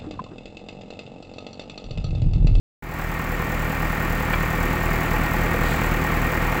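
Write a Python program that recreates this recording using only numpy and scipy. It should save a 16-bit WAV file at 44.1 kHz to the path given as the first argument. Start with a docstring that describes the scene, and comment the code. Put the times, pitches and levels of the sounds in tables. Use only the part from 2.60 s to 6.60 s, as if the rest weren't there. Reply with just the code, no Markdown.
"""The sound cuts in and swells: a four-cylinder diesel excavator runs on a truck bed in an open yard.
Each firing gives a sharp tick, clatter from the engine block and an exhaust thump. A fan rushes, gears
whine, machinery hums, a slower diesel idles nearby and a loose panel rings once per engine cycle.
At 1.7 seconds steel knocks once. Near 2.9 seconds, as the engine speed wavers, the track clunks twice;
then oil hisses briefly through a hydraulic valve while the engine runs on."""
import sys
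import numpy as np
from scipy import signal
from scipy.fft import rfft, irfft
from scipy.io import wavfile

SR = 44100
rng = np.random.default_rng(int(sys.argv[2]) if len(sys.argv) > 2 else 0)


def digitize_waveform(pressure):
    """Quantize a signal to 16-bit integers and store it at the path in sys.argv[1].

    Rows of a 2-D input are taken as channels; values are limited to [-1, 1].
    """
    field = np.atleast_2d(pressure).T
    bounded = np.clip(field, -1, 1)
    quanta = np.round(bounded * 32767).astype(np.int16)
    wavfile.write(sys.argv[1], SR, quanta)


N = 176400

# Engine speed. Each row: time in seconds, firings per second.
SPEED = [(0, 39.65), (2.1, 39.65), (2.5, 39.52), (2.65, 39.65), (2.85, 40.5), (3.03, 39.65), (3.45, 39.24),
         (3.68, 39.65), (3.85, 39.85), (4, 39.65)]
# The four cylinders. Each row: strength of the thump, the clatter and the tick, all in dB.
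CYLINDERS = [(-0.5, -5, -4), (-4, -6.3, -9), (-0.8, -3, -4), (-3, -6.16, -2.4)]
# Tone colours of the noisy sounds. Each row: frequency in Hz, relative strength in dB.
PIPE_COLOUR = [(15, 2.5), (39.6, 1.5), (79, -6), (119, -5), (158, -10.5), (198, -11), (240, -27),
               (280, -21), (318, -19.5), (357, -22.5), (410, -27), (900, -65)]
BLOCK_COLOUR = [(30, -17.5), (60, -7.5), (88, -0.5), (130, 1), (195, 5.5), (270, 0), (350, 2), (430, -4),
                (620, -3), (930, -3), (1100, -0.5), (1600, -4.5), (2300, -4.5), (2650, -10), (3100, -18.5),
                (3800, -25.5), (6000, -35), (16000, -52)]
TICK_COLOUR = [(1500, -38), (3200, -9), (4600, -5.5), (5300, -7.5), (6300, -6), (7400, -0.5), (8100, -4.5),
               (8800, -15), (11500, -12.5), (13200, -2), (15600, 5), (16500, -0.5)]
FAN_COLOUR = [(300, -3.5), (1500, 1.5), (2500, -4), (3200, -4.5), (4600, -6.5), (5400, -12.5), (7500, -9),
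              (8800, -15.5), (12000, -12), (16000, -13)]
HISS_COLOUR = [(1000, -56), (2800, 6), (4500, 3.5), (5600, -12), (7600, 3), (9000, -12), (12000, -11),
               (16000, -24)]
# Where the engine block rings. Each row: pitch in Hz, width in Hz, boost in dB.
BLOCK_PEAKS = [(500, 65, 6.5), (684, 8.8, 4.5), (850, 57, 2.5), (1160, 26, 2), (1417, 27, 3.5),
               (1750, 44, 0.5), (1866, 38.4, 9.5), (2113, 44, 3.5)]
# The clatter grows as the hydraulics take load. Each row: time in seconds, gain in dB.
LOAD = [(0, -0.14), (2.4, 0.18), (3.2, .5), (4, 1.1)]
# How the whine, the hiss and the whole sound rise and fall. Each row: time in seconds, level in dB.
WHINE_LEVEL = [(.2, -43), (.8, -39), (1.4, -37), (2.5, -40.5), (2.9, -43), (4, -44)]
HISS_LEVEL = [(2.95, -68), (3.04, -43), (3.12, -40), (3.19, -46), (3.3, -49), (3.45, -70)]
SWELL = [(.224, -12.5), (.39, -5), (.5, -4.5), (.75, -3), (1.1, -1.6), (1.5, -1), (2, 0), (2.7, .5),
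         (3.3, .4), (4, 0)]
# Machinery hums. Each row: pitch in Hz, level in dB.
HUMS = [(70.9, -35.5), (228, -51), (265.5, -44), (356.5, -46.5)]
# The second diesel's tones. Each row: multiple of its firing rate, level in dB.
IDLE_TONES = [(1, -34.5), (3, -43)]
# Hard panel rings, the knock with its bounces, track clunks. Each row: start in seconds, level in dB.
HARD_RINGS = [(1.628, -23), (2.032, -28), (2.134, -24), (2.538, -23.5), (2.74, -24)]
KNOCKS = [(1.7314, -20), (1.7347, -14), (1.737, -28), (1.7402, -10), (1.7578, -26)]
CLUNKS = [(2.843, -26), (2.942, -21.5)]
# Tones of the struck steel and the track. Each row: pitch in Hz, level in dB, seconds to fade by 60 dB.
STEEL_TONES = [(680, -10, 0.033), (1030, -7.5, 0.035), (1300, -10.5, 0.022), (1570, -5.5, 0.022),
               (1910, -7, 0.018), (2280, -4, 0.028), (2540, -10.5, 0.016), (3080, -15, 0.029),
               (3720, -21, .015), (4400, -19.5, .015)]
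TRACK_TONES = [(345, -8, .06), (440, -1, 0.096), (566, 1, 0.045), (765, -14, .04)]


def amp(db):
    """Turns decibels into a gain."""
    return 10 ** (np.asarray(db) / 20)


def unit(x):
    """Scales a signal to an average (rms) size of 1."""
    return x / np.sqrt(np.mean(x ** 2) + 1e-20)


def clock():
    """The time of each sample in seconds."""
    return np.arange(N) / SR


def curve(points):
    """Joins (time, value) points with straight lines."""
    return np.interp(clock(), *np.transpose(points))


def add(mix, start_s, sound):
    """Mixes a sound in at its start time."""
    part = mix[max(round(start_s * SR), 0):][:len(sound)]
    part += sound[:len(part)]


def colour(x, points, peaks=()):
    """Gives a signal a tone colour and ringing peaks, then scales it to size 1."""
    size = 2 ** 14
    hz = abs(np.fft.fftfreq(size, 1 / SR))
    point_hz, point_db = np.transpose(points)
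    db = np.interp(np.log(hz + 1), np.log(point_hz + 1), point_db)
    db += sum(boost / (1 + (2 * (hz - pitch) / width) ** 2) for pitch, width, boost in peaks)
    spectrum = np.exp(np.conj(signal.hilbert(np.log(amp(db)))))  # rings after a hit, never before
    response = np.fft.ifft(spectrum).real[:size // 2]
    return unit(signal.fftconvolve(x, response)[:N])


def drift(rate_hz):
    """A slow random wander of size 1."""
    keep_slow = np.exp(-(np.fft.rfftfreq(N, 1 / SR) / rate_hz) ** 2)
    return unit(irfft(rfft(rng.standard_normal(N)) * keep_slow, N))


def firings(lag_s, first_s=0.0348):
    """A smooth count that passes a whole number about lag_s after each firing."""
    speed = curve(SPEED)
    return np.cumsum(speed) / SR - (first_s + lag_s) * speed[0]


def cylinder_gain(count, column):
    """The strength of the cylinder now firing."""
    return amp(np.array(CYLINDERS)[np.floor(count).astype(int) % len(CYLINDERS), column])


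def bursts(count, rise_s, decay_s, spread_db):
    """A rise and a fade at each firing, each a little different in strength."""
    age = count % 1 / curve(SPEED)
    strength = amp(spread_db * rng.standard_normal(N)[np.floor(count).astype(int)])
    return strength * np.minimum(age / rise_s, 1) * np.exp(-np.maximum(age - rise_s, 0) / decay_s)


def ticks(floor=0.19):
    """A bright spit of noise comes just ahead of each thump."""
    count = firings(lag_s=-0.001)
    spits = cylinder_gain(count, column=2) * bursts(count, rise_s=0.003, decay_s=0.0083, spread_db=0.8)
    return amp(-39) * colour((floor + spits) * rng.standard_normal(N), TICK_COLOUR)


def clatter(floor=0.78, grain_db=2, bass_repeat=0.57, treble_repeat=0.4):
    """Tiny impacts ring the block after each firing; some repeat every cycle, the heavy ones most."""
    count = firings(lag_s=0.0055)
    impacts = rng.standard_normal((2, N)) * amp(grain_db * np.minimum(rng.exponential(1, (2, N)), 3))
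    impacts *= rng.random((2, N)) < 0.2
    cycle_samples = round(len(CYLINDERS) * SR / SPEED[0][1])
    place_in_cycle = (count / len(CYLINDERS) % 1 * cycle_samples).astype(int)
    pair = np.array([unit(impacts[0][place_in_cycle]), unit(impacts[1])])  # repeating, always new
    bass = signal.sosfiltfilt(signal.butter(2, 250, fs=SR, output="sos"), pair)
    rattle = np.sqrt([bass_repeat, 1 - bass_repeat]) @ bass
    rattle += np.sqrt([treble_repeat, 1 - treble_repeat]) @ (pair - bass)
    surges = cylinder_gain(count, column=1) * bursts(count, rise_s=0.0026, decay_s=0.012, spread_db=0.2)
    return amp(-25.5 + curve(LOAD)) * colour(rattle * (floor + surges), BLOCK_COLOUR, BLOCK_PEAKS)


def exhaust(spread_db=0.35, low_cut_hz=24.3):
    """Each firing sends a puff down the pipe; the silencer booms at four times the firing rate."""
    count = firings(lag_s=0.0074)
    puffs = np.diff(np.floor(count), prepend=np.floor(count[0])) * cylinder_gain(count, column=0)
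    thumps = colour(puffs * amp(spread_db * rng.standard_normal(N)), PIPE_COLOUR)
    thumps = signal.sosfiltfilt(signal.butter(4, low_cut_hz, "high", fs=SR, output="sos"), thumps)
    boom = amp(drift(rate_hz=13)) * np.cos(2 * np.pi * 4 * firings(lag_s=0))
    return amp(-34) * unit(boom) - amp(-26) * unit(thumps)


def fan():
    """Air rushes steadily through the radiator."""
    return amp(-41.5) * colour(rng.standard_normal(N), FAN_COLOUR)


def gear_whine(teeth_per_firing=46, wander_hz=2):
    """Gear teeth meet and make a thin tone that follows the engine speed."""
    hz = teeth_per_firing * curve(SPEED) + wander_hz * drift(rate_hz=4.55)
    return amp(curve(WHINE_LEVEL)) * unit(np.sin(2 * np.pi * np.cumsum(hz) / SR))


def hums(wander_hz=0.32):
    """The machinery hums low notes that waver slightly in pitch."""
    out = np.zeros(N)
    for hz, db in HUMS:
        pitch = hz + wander_hz * drift(rate_hz=3.8)
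        out += amp(db) * np.sin(2 * np.pi * np.cumsum(pitch) / SR)
    return np.sqrt(2) * out


def second_diesel(firing_hz=35.8):
    """A slower engine's firings blend into an even throb."""
    phase = 2 * np.pi * firing_hz * clock()
    return -np.sqrt(2) * sum(amp(db) * np.cos(round(multiple) * phase) for multiple, db in IDLE_TONES)


def panel(pitch_hz=844.4, rise_s=0.0083, decay_s=0.0092):
    """A loose panel rings once every four firings, now and then harder."""
    out, t = np.zeros(N), np.arange(SR // 10) / SR
    cycles = np.floor(firings(lag_s=0.082) / len(CYLINDERS))
    starts = np.flatnonzero(np.diff(cycles)) / SR
    levels_db = rng.normal(-30.5, 2, len(starts))
    soft_rings = [(start, db) for start, db in zip(starts, levels_db)
                  if all(abs(start - hard) > t[-1] / 2 for hard, _ in HARD_RINGS)]
    shape = (1 - np.exp(-t / rise_s)) * np.exp(-t / decay_s)
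    for start, db in soft_rings + list(HARD_RINGS):
        hz = pitch_hz * rng.normal(1, 0.013)
        add(out, start, amp(db) * shape / shape.max() * np.sin(2 * np.pi * hz * t))
    return out


def struck_steel(blows, tones, rise_s=0.00036, detune=0.035):
    """Each blow rings the tones of a steel part, a little differently each time."""
    out, t = np.zeros(N), np.arange(SR // 10) / SR
    for start, blow_db in blows:
        ring = np.zeros(len(t))
        for hz, db, fade_s in tones:
            wave = np.sin(2 * np.pi * (hz * rng.normal(1, detune) * t + rng.random()))
            ring += amp(db - 60 * t / fade_s) * wave
        add(out, start, amp(blow_db) * (1 - np.exp(-t / rise_s)) * ring)
    return out


def hydraulics():
    """Oil hisses briefly through a valve."""
    return amp(curve(HISS_LEVEL)) * colour(rng.standard_normal(N), HISS_COLOUR)


def scene():
    """All the sounds, heard from one spot in the open."""
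    engine = exhaust() + clatter() + ticks() + fan() + gear_whine() + panel()
    running = engine + hums() + second_diesel()
    knock = struck_steel(KNOCKS, STEEL_TONES)
    track = struck_steel(CLUNKS, TRACK_TONES)
    return (running + knock + track + hydraulics())[None]


def record(dry, start_s=0.224, top_hz=15850):
    """The sound cuts in and swells, with the very highest treble taken off."""
    swelling = dry * amp(curve(SWELL)) * (clock() >= start_s)
    treble_cut = signal.firwin(511, top_hz, window=("kaiser", 9), fs=SR)
    return signal.oaconvolve(swelling, treble_cut[None], "same")


dry = scene()
out = record(dry)
digitize_waveform(out)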